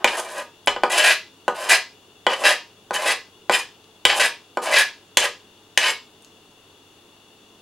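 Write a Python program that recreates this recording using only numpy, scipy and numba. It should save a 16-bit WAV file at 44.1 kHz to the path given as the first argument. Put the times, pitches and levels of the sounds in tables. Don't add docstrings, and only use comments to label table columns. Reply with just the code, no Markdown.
import sys
import numpy as np
from scipy import signal
from scipy.fft import rfft, irfft
from scipy.io import wavfile
from scipy.ndimage import uniform_filter1d
from numba import njit

SR = 44100
rng = np.random.default_rng(int(sys.argv[2]) if len(sys.argv) > 2 else 0)


def unload_wav(signal):
    wavfile.write(
        sys.argv[1],
        SR,
        np.round(np.clip(np.atleast_2d(signal).T, -1, 1) * 32767).astype(np.int16),
    )


N = 335601
T = np.arange(N) / SR
EVENT_T = T[:SR // 2]


def undb(db):
    return 10 ** (np.asarray(db) / 20)


def unit_rms(x):
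    return x / np.sqrt(np.mean(x ** 2))


def unit_energy(h):
    return h / np.sqrt(np.sum(h ** 2))


def curve_at(points, hz):
    f, value = np.transpose(points)
    return np.interp(np.log(np.maximum(hz, 1)), np.log(f), value)


def through(x, response):
    return signal.fftconvolve(x, response)[:len(x)]


def colour(spectrum, size=2048):
    cepstrum = irfft(curve_at(spectrum, np.fft.rfftfreq(size, 1 / SR)) * np.log(10) / 20)
    cepstrum[1:size // 2] *= 2
    cepstrum[size // 2 + 1:] = 0
    response = irfft(np.exp(rfft(cepstrum)))
    return unit_energy(np.pad(response, (0, len(EVENT_T) - size)))


def fade(t60):
    return np.exp(-np.log(1000) * EVENT_T / t60)


def modes(table, t60_scale=1, scatter_db=0, detune=0):
    ring = 0
    for k, (hz, db, t60) in enumerate(table):
        gain = (-1) ** (k // 2) * undb(db + scatter_db * rng.standard_normal())
        pitch_hz = hz * (1 + detune * rng.standard_normal())
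        ring = ring + gain * fade(t60 * t60_scale) * np.sin(2 * np.pi * pitch_hz * EVENT_T)
    return unit_energy(ring)


@njit
def bandpass(x, hz, width_hz):
    y, band_state, low_state = np.empty(len(x)), 0., 0.
    for i in range(len(x)):
        g, damping = np.tan(np.pi * hz[i] / SR), width_hz / hz[i]
        v = (band_state + g * (x[i] - low_state)) / (1 + g * (g + damping))
        band_state = 2 * v - band_state
        low_state += 2 * g * v
        y[i] = damping * v
    return y


def band(x, hz, width_hz):
    centre = hz * np.ones(len(x))
    once = bandpass(x + 1e-18, centre, float(width_hz))
    return bandpass(once, centre, float(width_hz))


def wander(per_s):
    hold = int(SR / per_s)
    steps = rng.standard_normal(len(EVENT_T))[np.arange(len(EVENT_T)) // hold]
    return unit_rms(uniform_filter1d(steps, hold))


def radiate(x):
    return signal.sosfilt(signal.butter(2, 150, "high", fs=SR, output="sos"), x)


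# (frequency [Hz], relative level [dB])
AIR_SPECTRUM = [(25, -12), (70, -11.5), (100, -8), (170, -4), (280, -0.5), (430, 0), (520, -6.5),
                (1000, -7), (2000, -17), (5000, -20), (7000, -18), (8000, -24), (10500, -22.5),
                (15000, -33)]
# (frequency [Hz], side relative to mid [dB])
AIR_SIDE = [(100, -18), (400, -17), (1000, -10), (2500, -0.5), (8000, -1), (15000, 1)]
# (frequency [Hz], width [Hz], relative level [dB])
HISS_BANDS = [(2683, 130, -6.5), (2850, 250, -3), (3180, 150, -13), (3380, 56, 0), (3534, 288, -4.5),
              (3880, 300, -15), (4440, 270, -11.5), (6310, 360, -25)]
# (frequency [Hz], level [dB])
HUM_TONES = [(100, -68.5), (432, -66), (15735, -79)]


def appliance():
    mid, side = (unit_rms(through(rng.standard_normal(N), colour(AIR_SPECTRUM))) for _ in range(2))
    side = irfft(rfft(side) * undb(curve_at(AIR_SIDE, np.fft.rfftfreq(N, 1 / SR))), N)
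    air = np.array([mid + side, mid - side])
    hiss = sum(undb(db) * band(rng.standard_normal(N), hz, width) for hz, width, db in HISS_BANDS)
    hum = sum(undb(db) * np.sqrt(2) * np.sin(2 * np.pi * hz * T) for hz, db in HUM_TONES)
    return undb(-55) * air + np.outer(undb([-54.5, -64]), unit_rms(hiss)) + hum


def slips(per_s, spread_db):
    n = len(EVENT_T)
    size = undb(spread_db * np.minimum(rng.standard_normal(n), 2))
    released = rng.random(n) < per_s / SR
    return unit_rms(released * size * np.sign(rng.standard_normal(n)))


# (frequency [Hz], relative level [dB], t60 [s])
BOARD_MODES = [(195, -10.5, 0.05), (231, -12.5, 0.07), (266, -14, 0.054), (351.5, 1, 0.045),
               (426.6, 0, 0.06), (495, 4.5, 0.097), (562.5, -3, 0.13), (697.5, -5.5, 0.072),
               (752, -8, 0.026), (816, -2, .13), (938.5, 2.5, 0.15), (1065, 5, 0.098), (1228, -2.5, 0.15),
               (1466, 4.5, 0.11)]
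BLADE_MODES = [(1684, -2, 0.11), (1983, -11.5, 0.019), (2005, 2, 0.072), (2200, -7, 0.093), (2421, 2, .05),
               (2626, 1.5, 0.022), (2659, 7, 0.024), (2989, 3, 0.055), (3307, -9.5, 0.16),
               (3380, -4, 0.056), (3760, -6.5, 0.036), (4950, -1.5, 0.022), (5370, -20.5, .035),
               (7320, -2, .02)]
# (frequency [Hz], relative level [dB])
WOOD_SPECTRUM = [(60, -41), (130, -24), (200, -20), (270, -18), (340, -2), (600, 7), (850, 7), (1100, 10.5),
                 (1400, -3), (2200, -20.5), (5000, -59)]
STEEL_SPECTRUM = [(500, -44.5), (1300, -9.5), (1700, 2), (2800, 2.5), (3400, -6), (3700, -2.5), (5000, -7),
                  (6000, -11.5), (8000, -24), (15000, -64)]
LEAF_SPECTRUM = [(1000, -48), (3000, 3.5), (4500, 0.5), (6500, 2.5), (8000, 3), (10000, 3), (12000, -6.5),
                 (15000, -20.5)]
SPOT_DB = 1.5
HELD_T60_SCALE = .7
ATTACK_S, RELEASE_S = .0046, .008
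TREMOR_DB, TREMOR_PER_S = .5, 49
CHATTER_OCT_PER_S, FOCUS_OCT_PER_S = -1.63, 1.3
BEND_OCT_PER_S = .77
GRIP_DB = 3.5
SING_DB_PER_DB, FIRM_PUSH_DB = .35, -16


def push(length_s, blade_db, board_db, leaf_db, swell_db, chatter_hz, ring_hz):
    held_s = np.minimum(EVENT_T, length_s)
    from_middle_s = held_s - length_s / 2
    force = (1 - np.exp(-EVENT_T / ATTACK_S)) * np.exp((held_s - EVENT_T) / RELEASE_S)
    force *= undb(swell_db * from_middle_s / length_s + TREMOR_DB * wander(TREMOR_PER_S))
    friction = slips(per_s=1800, spread_db=2.5)
    rasp = through(friction * force, colour(STEEL_SPECTRUM))
    bend = 2 ** (BEND_OCT_PER_S * from_middle_s + .019 * rng.standard_normal())
    squeal = sum(undb(db + GRIP_DB * rng.standard_normal()) * band(friction, hz * bend, width_hz=50)
                 for hz, db, _ in BLADE_MODES)
    squeal = unit_rms(squeal) * force
    focus_hz = ring_hz * 2 ** (FOCUS_OCT_PER_S * from_middle_s)
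    focus = unit_rms(band(friction, focus_hz, width_hz=204))
    focus += undb(-5) * unit_rms(band(friction, 1.68 * focus_hz, width_hz=1300))
    ring = through(focus * force, modes(BLADE_MODES, HELD_T60_SCALE, SPOT_DB, detune=.0077))
    singing_hz = ring_hz * 2 ** (BEND_OCT_PER_S * from_middle_s / 2)
    singing = unit_rms(band(friction, singing_hz, width_hz=72)) * force
    singing_db = -8.5 + SING_DB_PER_DB * (blade_db - FIRM_PUSH_DB)
    steel = undb(-1.5) * rasp + undb(-7.5) * squeal + undb(-17) * ring + undb(singing_db) * singing

    board = unit_energy(colour(WOOD_SPECTRUM) + undb(-8) * modes(BOARD_MODES, t60_scale=1.58))
    falling_hz = chatter_hz * 2 ** (CHATTER_OCT_PER_S * from_middle_s)
    chatter = unit_rms(band(friction, falling_hz, width_hz=100)) * force
    wood = through(friction * force, board) + undb(-8) * chatter

    bursts = friction + undb(9) * slips(per_s=1400, spread_db=.5)
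    crackle = unit_rms(bursts * undb(3 * wander(per_s=130)))
    rustle = through(crackle * force, colour(LEAF_SPECTRUM))
    return undb(blade_db) * steel + undb(board_db) * wood + undb(leaf_db) * rustle


# (time [s], length [s], blade level [dB], board level [dB], leaf level [dB], swell over the push [dB],
# chatter pitch [Hz], favoured blade ring [Hz])
BLADE_PUSHES = [(0.0, 0.026, -52, -39, -73, 1, 400, 1600), (0.067, 0.092, -34.5, -34.5, -39, 9, 570, 1650),
                (0.165, 0.034, -33, -24.5, -29.5, -1, 573, 1050),
                (0.208, 0.19, -41.5, -39.5, -42.5, 6.5, 627, 1690),
                (0.361, 0.061, -36.5, -34.5, -45.5, -6, 560, 1740),
                (0.897, 0.067, -23, -26, -30.5, 6.5, 737, 1980),
                (0.967, 0.074, -17.5, -27.5, -25.5, -5.5, 590, 1735),
                (1.037, 0.092, -16, -27.5, -23.5, -9.5, 680, 1720),
                (1.544, 0.2, -34, -33, -38.5, 8.5, 583, 1600),
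                (1.689, 0.063, -13.5, -25.5, -20, -2, 700, 1770),
                (2.292, 0.046, -24, -26, -39.5, 1.5, 560, 2830),
                (2.344, 0.11, -39.5, -34, -42, 22.5, 570, 1950),
                (2.436, 0.089, -14.5, -23.5, -24, -7.5, 583, 1740),
                (2.93, 0.034, -24, -27.5, -32, 4, 800, 1700),
                (2.973, 0.091, -30.5, -29, -36.5, 13.5, 605, 2110),
                (3.058, 0.064, -18, -27.5, -27, -2, 537, 1913),
                (3.505, 0.047, -19, -29.5, -27, 13, 1000, 2500),
                (3.556, 0.048, -32, -40, -38.5, 9, 820, 1700),
                (4.083, 0.06, -24, -28, -36, -4.5, 800, 2940), (4.144, 0.042, -32, -27, -31, 7, 790, 3000),
                (4.195, 0.071, -17, -26.5, -25, -8, 578, 1705),
                (4.616, 0.043, -33.5, -31.5, -32.5, 5, 500, 1520),
                (4.659, 0.067, -26.5, -25.5, -32.5, 2, 638, 2293),
                (4.722, 0.049, -15, -25, -27.5, 1.5, 615, 2048),
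                (4.761, 0.057, -13.5, -26, -24, -4, 550, 1736),
                (5.186, 0.068, -24, -31, -32.5, 11.5, 594, 1874),
                (5.798, 0.044, -19.5, -32, -33, 7.5, 650, 2820),
                (5.85, 0.054, -20.5, -30, -27.5, 0, 900, 2190)]
# (time [s], level [dB])
EDGE_CATCHES = [(0.0751, -15), (1.1075, -9.5), (4.0993, -11), (4.205, -15.5), (4.7619, -12), (5.859, -14.5)]


def scraping():
    out = np.zeros(N)
    for start_s, *gesture in BLADE_PUSHES:
        add(out, start_s, push(*gesture))
    for start_s, db in EDGE_CATCHES:
        jump = rng.standard_normal(len(EVENT_T)) * fade(.071)
        blade = unit_energy(colour(STEEL_SPECTRUM) + undb(-9.5) * modes(BLADE_MODES))
        add(out, start_s, undb(db) * through(jump, blade))
    return radiate(out)


def add(track, start_s, sound):
    i = int(start_s * SR)
    track[i:i + len(sound)] += sound[:N - i]


# (time [s], board level [dB], blade level [dB], edge level [dB], thump level [dB], ring centre [Hz])
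KNIFE_LANDINGS = [(0.044, 15, 14.5, 9.5, -12, 2500), (0.673, 10.5, 8, 7.5, -31, 2940),
                  (0.68, 10, 9, 0, -11.5, 2870), (0.763, 2.5, -5.5, -33, -20, 2840),
                  (0.835, 16, 5.5, -2, -23, 2470), (1.48, 13.5, -1.5, -3.5, -36, 2750),
                  (2.2666, 15, 11.5, -1, -29, 3020), (2.908, 6.5, -14, -8.5, -30, 2200),
                  (3.496, 15, 6.5, -2, -25, 2220), (4.052, 10, 16, 16.5, -8.5, 2910),
                  (4.572, 10, -5, -9.5, -31, 2450), (5.171, 9, 14.5, 17.5, -10.5, 3155),
                  (5.775, 4.5, 14, 17.5, -37.5, 2950)]
# (frequency [Hz], relative level [dB])
EDGE_SPECTRUM = [(80, -44.5), (500, -12), (2500, 15.5), (4000, 9.5), (6200, 3.5), (7500, 5.5), (9500, -1),
                 (12000, -8.5), (16000, -21)]


def knocks():
    out = np.zeros(N)
    thump = unit_energy(np.sin(2 * np.pi * 75 * EVENT_T) * fade(.024))
    bite = 1 - np.exp(-EVENT_T / .0004)
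    for start_s, board_db, blade_db, edge_db, thump_db, ring_hz in KNIFE_LANDINGS:
        board_ring = modes(BOARD_MODES, t60_scale=.8, scatter_db=SPOT_DB, detune=.004)
        knock = unit_energy(radiate(undb(-.5) * board_ring + colour(WOOD_SPECTRUM)))
        blade_ring = modes(BLADE_MODES, HELD_T60_SCALE, SPOT_DB, detune=.0047)
        steel = blade_ring + undb(-2.5) * colour(STEEL_SPECTRUM)
        clink = unit_energy(steel + undb(3) * band(steel, ring_hz, width_hz=740))
        contact = rng.standard_normal(len(EVENT_T)) * fade(.013) * bite
        buzz = unit_energy(through(contact, colour(EDGE_SPECTRUM)))
        add(out, start_s, undb(board_db) * knock + undb(thump_db) * thump)
        add(out, start_s, undb(blade_db) * clink + undb(edge_db) * buzz)
    return out


# (time [s], level [dB], centre [Hz])
HERB_TICKS = [(0.661, -17, 9620), (3.842, -29, 3400), (6.223, -29.5, 8400), (6.247, -22, 5160)]


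def herb_bits():
    out = np.zeros(N)
    for start_s, db, hz in HERB_TICKS:
        tick = band(rng.standard_normal(len(EVENT_T)) * fade(.0079), hz, width_hz=4500)
        add(out, start_s, undb(db) * unit_energy(tick))
    return out


# (frequency [Hz], t60 [s])
KITCHEN_DECAY = [(150, 0.34), (600, 0.23), (2000, 0.24), (5000, 0.31), (9000, 0.18), (15000, 0.22)]
# (frequency [Hz], side relative to mid [dB])
KITCHEN_SIDE = [(100, -12), (300, -26), (600, -30.5), (1400, -27.5), (2800, -14), (5000, -7), (14000, -4.5)]


def kitchen(x, wet_db, build_s):
    n = len(EVENT_T)
    freqs = np.fft.rfftfreq(n, 1 / SR)
    noise = rfft(rng.standard_normal((2, n)))
    band_hz, band_t60 = np.transpose(KITCHEN_DECAY)
    tail = 0
    for one_band, t60 in zip(np.eye(len(band_hz)), band_t60):
        weight = curve_at(np.c_[band_hz, one_band], freqs)
        tail = tail + irfft(noise * weight, n) * fade(t60)
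    mid_tail, side_tail = tail * (1 - np.exp(-EVENT_T / build_s))
    side_tail = irfft(rfft(unit_energy(side_tail)) * undb(curve_at(KITCHEN_SIDE, freqs)), n)
    wet = undb(wet_db)
    mid = x + wet * through(x, unit_energy(mid_tail))
    side = wet * through(x, side_tail)
    return np.array([mid + side, mid - side]) / np.hypot(1, wet)


def scene():
    knife = kitchen(scraping() + knocks() + herb_bits(), wet_db=-3.5, build_s=.00022)
    return knife * undb([[.15], [-.15]]) + appliance()


def record(dry):
    lowpass = signal.ellip(8, .2, 70, 16000, fs=SR, output="sos")
    return signal.sosfilt(lowpass, np.clip(dry, -1, 1))


dry = scene()
out = record(dry)
unload_wav(out)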